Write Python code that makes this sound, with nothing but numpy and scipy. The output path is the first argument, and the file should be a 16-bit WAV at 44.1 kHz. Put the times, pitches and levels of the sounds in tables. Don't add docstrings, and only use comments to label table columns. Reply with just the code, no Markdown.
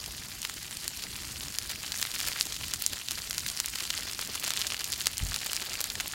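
import sys
import numpy as np
from scipy import signal
from scipy.fft import rfft, irfft, next_fast_len
from scipy.io import wavfile
from scipy.ndimage import uniform_filter1d

SR = 44100
rng = np.random.default_rng(int(sys.argv[2]) if len(sys.argv) > 2 else 0)


def dump_mix(stems):
    frames = np.atleast_2d(stems).T
    limited = np.clip(frames, -1, 1)
    pcm = np.round(limited * 32767).astype(np.int16)
    wavfile.write(sys.argv[1], SR, pcm)


N = 270774

# start_s, level_db, pitch_hz, quality_factor
STEM_BURSTS = [(0.041, -30, 3700, 1.3), (0.061, -27.5, 5210.0, 1), (0.418, -26.0, 6870.0, 1.8),
               (0.4294, -27, 4360.0, 0.88), (0.4507, -21.3, 3360, 1.3), (0.4968, -26, 3420.0, 0.51),
               (0.7703, -26.5, 6100.0, 1.2), (0.8794, -19.5, 6640, 0.69), (1.038, -27, 4000.0, 1.9),
               (1.5862, -17.5, 5230.0, 0.93), (1.9206, -21.5, 4360.0, 1.5), (1.9756, -27, 8630.0, 1.5),
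               (2.0153, -21.7, 7530.0, 0.36), (2.0273, -16.5, 4160.0, 0.92), (2.0518, -25.0, 2330.0, 1.0),
               (2.2028, -23.5, 4360.0, 0.47), (2.2848, -21, 5990.0, 0.34), (2.4105, -13.0, 4560.0, 2.0),
               (2.682, -28, 9350.0, 0.4), (2.7373, -18.5, 4990.0, 0.98), (2.8222, -19.5, 13000.0, 0.48),
               (2.864, -13.0, 6660, 2.7), (2.9329, -23, 4360.0, 1.3), (3.0855, -21.5, 4160.0, 1.8),
               (3.1098, -21, 4990.0, 0.6), (3.1172, -23, 5230.0, 0.72), (3.3092, -20.5, 4990.0, 1),
               (3.381, -18.7, 4770.0, 0.94), (3.4641, -23, 3610.0, 0.91), (3.4874, -23, 4830, 2.4),
               (3.5003, -25, 5730.0, 1.2), (3.5738, -24, 4560.0, 1.3), (3.6013, -16, 5200.0, 1.1),
               (3.6598, -20.5, 7190.0, 0.95), (3.8044, -25, 5260, 1.6), (3.8528, -26.5, 3880.0, 1.6),
               (3.9033, -20, 4160.0, 2.0), (3.9062, -20, 3800.0, 1.3), (3.94, -26, 3310.0, 0.82),
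               (3.977, -24, 4140, 2.0), (4.192, -22.8, 2890.0, 0.51), (4.214, -26.5, 7240.0, 0.5),
               (4.3552, -26.5, 4160.0, 0.89), (4.442, -22.8, 4360.0, 0.4), (4.5058, -18.0, 3980.0, 0.7),
               (4.5366, -22.5, 4560.0, 0.73), (4.574, -19.5, 3800.0, 2.2), (4.616, -19, 4160.0, 2.5),
               (4.6205, -22, 3470.0, 1.8), (4.669, -21.5, 5470.0, 1.9), (4.7446, -23, 2750, 1.4),
               (4.843, -22.5, 5990.0, 2.0), (4.9219, -22.5, 6870.0, 1.3), (4.928, -21.7, 4530, 1.9),
               (4.9361, -22, 4360.0, 4.0), (5.0081, -22, 3800.0, 2), (5.0151, -24, 4990.0, 0.6),
               (5.0587, -22, 4770.0, 0.8), (5.0698, -13.5, 4480, 0.83), (5.1807, -21, 6560.0, 1.3),
               (5.3431, -21, 4160.0, 1.6), (5.362, -20.5, 4160.0, 0.71), (5.4627, -24, 6980.0, 0.6),
               (5.4662, -28, 3470.0, 0.4), (5.518, -25.5, 6270.0, 1.5), (5.5322, -20, 4990.0, 0.46),
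               (5.5655, -20, 5230, 1.8), (5.8135, -20, 9030.0, 0.25), (5.8418, -20, 5900, 1),
               (5.9019, -23.5, 4560.0, 3.3), (6.0009, -21, 3240, 0.91), (6.0063, -23.5, 2410.0, 0.89),
               (6.0792, -24.3, 11340.0, 0.64)]

def thick_stem_pops(gain_db=0.3):
    out = np.zeros(N)
    for start_s, level_db, pitch_hz, quality in STEM_BURSTS:
        pop = burst(level_db, pitch_hz, quality, crunch_db=-27.0, fibre_s=0.001)
        add(out, start_s, gain_of(gain_db) * pop)
    return out


def burst(level_db, pitch_hz, quality, crunch_db, fibre_s):
    fibre_share = 1 / (1 + max(quality, 0.3) * gain_of(level_db - crunch_db) ** 2)
    amplitude = np.sqrt(SR / 1000) * gain_of(level_db)
    return amplitude * fracture(pitch_hz, quality, fibre_share, fibre_s)


def fracture(pitch_hz, quality, fibre_share, fibre_s, size=400):
    t = np.arange(size) / SR
    share = np.clip(fibre_share, 0, 0.9)
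    envelope = np.exp(-t / fibre_s) * (1 - np.exp(-t / 0.00015))
    cracks = rng.standard_normal(size) ** 3 * envelope
    cracks *= np.sqrt(share) / np.linalg.norm(cracks)
    cracks[0] = np.sqrt(1 - share)
    wave = np.convolve(cracks, snap(pitch_hz, quality))
    return wave / np.linalg.norm(wave)


def snap(pitch_hz, quality, cutoff_ratio=3.65, size=256):
    s = 1j * np.fft.rfftfreq(size, 1 / SR) / pitch_hz
    resonance = s / (s * s + s / max(quality, 0.3) + 1)
    wave = np.roll(irfft(resonance / (1 + s / cutoff_ratio) ** 2), 3)
    return wave / np.linalg.norm(wave)


def lesser_stem_pops(base_per_s=20, doubling_db=5.0, above_blaze_db=9):
    out = np.zeros(N)
    blaze_db = blaze(np.arange(N) / SR)
    rate_per_s = base_per_s * 2 ** ((blaze_db - blaze_db.mean()) / doubling_db)
    pops_due = np.cumsum(rate_per_s) / SR
    draws = np.hstack([rng.random((400, 2)), rng.standard_normal((400, 2))])
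    for k, (wait, strength, thinness, dryness) in enumerate(draws[:int(pops_due[-1])]):
        start_s = np.searchsorted(pops_due, k + 2 * wait) / SR
        level_db = blaze(start_s) + above_blaze_db + 3 * strength ** 2
        pitch_hz = np.clip(5140 * 2 ** (0.52 * thinness), 2400, 13000)
        quality = 1.63 * 2 ** dryness
        add(out, start_s, burst(level_db, pitch_hz, quality, crunch_db=-31.0, fibre_s=0.00074))
    return out


# middle_s, level_db, length_s
STEM_SPLITS = [(0.45, -37, 0.023), (1.701, -34, 0.021), (1.716, -31.5, 0.015), (2.204, -34, 0.007),
               (2.274, -27.5, 0.012), (2.743, -33, 0.014), (2.821, -33, 0.0095), (2.933, -39, 0.034),
               (3.18, -36.5, 0.012), (3.606, -33, 0.01), (3.757, -32, 0.013), (4.356, -30.5, 0.014),
               (4.438, -32, 0.015), (4.48, -27, 0.0097), (4.6, -33.5, 0.016), (5.069, -24, 0.0064),
               (5.347, -25.5, 0.0028), (5.806, -22, 0.0029), (6.009, -35.5, 0.017)]

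def sputters(ticks_per_s=5000):
    swell = np.zeros(N)
    for middle_s, level_db, length_s in STEM_SPLITS:
        shape = np.sqrt(np.hanning(max(8, round(length_s * SR))))
        add(swell, middle_s - len(shape) / 2 / SR, gain_of(level_db) * shape)
    clicks = unit_rms(rng.standard_normal(N) * (rng.random(N) < ticks_per_s / SR))
    return crackle(clicks * swell, centre_hz=4360, spread_octaves=0.85, quality=0.44)


# time_s, level_db
BLAZE_LEVELS = [(0.0, -42), (0.46, -43), (0.63, -41), (1.08, -42), (1.49, -40), (1.8, -41), (1.96, -38),
                (2.36, -37), (2.92, -41), (3.09, -41), (3.28, -38), (3.85, -39), (4.33, -38), (4.55, -36),
                (5.13, -39), (5.49, -37), (5.83, -39), (6.14, -39)]

def blaze(time_s):
    return np.interp(time_s, *np.transpose(BLAZE_LEVELS))


# time_s, slope_db_per_octave
GRASS_TILT = [(0, -0.25), (2.25, 0.23), (2.8, 0.8), (3.9, 0.5), (4.05, -0.8), (5, -0.2), (6.14, -.8)]

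def burning_grass(stalks_db=-5.0, blades_db=-9.5, hiss_db=-3.0, coarsening=0.63, pivot_hz=3800):
    blaze_db = blaze(np.arange(N) / SR)
    stalks = grass_ticks(per_s=380, centre_hz=3800, spread_octaves=0.98, quality=1.47, scatter_db=5.5)
    blades = grass_ticks(per_s=240, centre_hz=8600, spread_octaves=0.79, quality=1.9, scatter_db=7.0)
    ticks = gain_of(stalks_db) * stalks + gain_of(blades_db) * blades
    heat = gain_of(coarsening * (blaze_db - blaze_db.mean()))
    grass = heat * ticks + gain_of(hiss_db) * far_hiss() / heat
    hz, t, spectra = signal.stft(grass, SR, nperseg=256)
    octaves = np.log2(np.clip(hz, 800, 14000) / pivot_hz)[:, None]
    tilt_db = octaves * np.interp(t, *np.transpose(GRASS_TILT))
    return signal.istft(spectra * gain_of(blaze(t) + tilt_db), SR, nperseg=256)[1][:N]


def grass_ticks(per_s, centre_hz, spread_octaves, quality, scatter_db, clumping=0.6):
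    rate = np.exp(clumping * drift(rate_hz=70))
    breaks = rng.random(N) < per_s / SR * rate / rate.mean()
    level_db = scatter_db * np.minimum(rng.exponential(1, N), 3.03)
    return unit_rms(crackle(breaks * gain_of(level_db), centre_hz, spread_octaves, quality))


def crackle(clicks, centre_hz, spread_octaves, quality, count=32):
    stem = rng.integers(0, count, N)
    pitches_hz = centre_hz * 2 ** (spread_octaves * np.linspace(-1, 1, count))
    waves = [fracture(hz, quality, fibre_share=0.5 * rng.random(), fibre_s=0.00063) for hz in pitches_hz]
    return sum(signal.oaconvolve(clicks * (stem == k), wave)[:N] for k, wave in enumerate(waves))


# frequency_hz, relative_density_db
HISS_SPECTRUM = [(100, -10.5), (300, -5), (520, -6.5), (900, -5.5), (1800, -3.5), (4300, 2), (7000, -2),
                 (10000, -5), (15500, -12)]

def far_hiss(flutter_db=1.5, patch_db=3.0):
    spectra = signal.stft(rng.standard_normal(N), nperseg=256)[2]
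    patches = uniform_filter1d(rng.standard_normal(spectra.shape), size=12, axis=0)
    patches = unit_rms(uniform_filter1d(patches, size=5, axis=1))
    rush = signal.istft(spectra * gain_of(patch_db * patches), nperseg=256)[1][:N]
    return unit_rms(coloured(rush, HISS_SPECTRUM) * gain_of(flutter_db * drift(rate_hz=180)))


# frequency_hz, relative_density_db
RUMBLE_SPECTRUM = [(20, -15), (33, -14), (48, 0), (85, -1), (130, -5.5), (200, -8), (320, -13.5),
                   (600, -33.5), (1500, -32)]
# time_s, level_db
RUMBLE_LEVELS = [(0, -51), (.6, -54), (1.1, -48.5), (2.2, -52), (2.6, -51), (3.2, -52), (4.7, -53.5),
                 (6.1, -54)]

def flame_rumble(surge_db=2.0):
    level_db = np.interp(np.arange(N) / SR, *np.transpose(RUMBLE_LEVELS))
    level_db += surge_db * drift(rate_hz=6.6)
    return gain_of(level_db) * unit_rms(coloured(rng.standard_normal(N), RUMBLE_SPECTRUM))


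# pitch_hz, level_db, t60_s
THUMP_MODES = [(48.2, -21, 0.21), (88, -19, 0.12), (138.5, -29, 0.13), (186, -30, 0.091), (270, -42, .18)]
# start_s, gain_db
THUMP_BUMPS = [(5.211, 3), (5.281, -5.5)]

def thump(rise_s=0.021):
    out = np.zeros(N)
    t = np.arange(SR // 2) / SR
    modes = sum(gain_of(db - 60 * t / t60_s) * np.sin(2 * np.pi * hz * t) for hz, db, t60_s in THUMP_MODES)
    bump = modes * (1 - np.exp(-t / rise_s))
    for start_s, gain_db in THUMP_BUMPS:
        add(out, start_s, gain_of(gain_db) * bump)
    return out


def tree_echo(sound, echo_db=-17.0, t60_s=0.11, echoes_per_s=2000):
    t = np.arange(SR // 2) / SR
    taps = rng.standard_normal(len(t)) * (rng.random(len(t)) < echoes_per_s / SR)
    taps *= gain_of(-60 * t / t60_s)
    return gain_of(echo_db) * signal.oaconvolve(sound, taps / np.linalg.norm(taps))[:N]


def gain_of(db):
    return 10 ** (np.asarray(db) / 20)


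def unit_rms(sound):
    return sound / np.sqrt(np.mean(sound ** 2) + 1e-20)


def add(mix, start_s, sound):
    part = mix[max(0, round(start_s * SR)):][:len(sound)]
    part += sound[:len(part)]


def coloured(sound, points):
    size = next_fast_len(len(sound) + 4096)
    hz, db = np.transpose(points)
    log_hz = np.log(abs(np.fft.fftfreq(size, 1 / SR)) + 1)
    log_gain = np.log(gain_of(np.interp(log_hz, np.log(hz), db)))
    response = np.exp(np.conj(signal.hilbert(log_gain)))
    return irfft(rfft(sound, size) * response[:size // 2 + 1], size)[:len(sound)]


def drift(rate_hz):
    hz = np.fft.rfftfreq(N, 1 / SR)
    return unit_rms(irfft(rfft(rng.standard_normal(N)) * np.exp(-(hz / rate_hz) ** 2), N))


def scene():
    low = flame_rumble() + thump()
    fire = burning_grass() + sputters() + thick_stem_pops() + lesser_stem_pops()
    middle = fire + tree_echo(fire) + low
    return np.array([middle, middle])


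# frequency_hz, gain_db
MICROPHONE_RESPONSE = [(1300, 0.5), (1850, 1), (2250, -0.5), (3000, 0), (3400, -0.76), (4900, 0.5),
                       (5950, -1.3), (6900, 1.5), (7900, -0.75), (8700, 0.5), (9900, -2.4), (11200, 1.5),
                       (12500, -1.5), (15200, 0.5)]

def record(dry):
    heard = np.array([coloured(channel, MICROPHONE_RESPONSE) for channel in dry])
    low_pass = signal.firwin(511, cutoff=16000, window=("kaiser", 9), fs=SR)
    return signal.oaconvolve(heard, low_pass[None], "same")


dry = scene()
out = record(dry)
dump_mix(out)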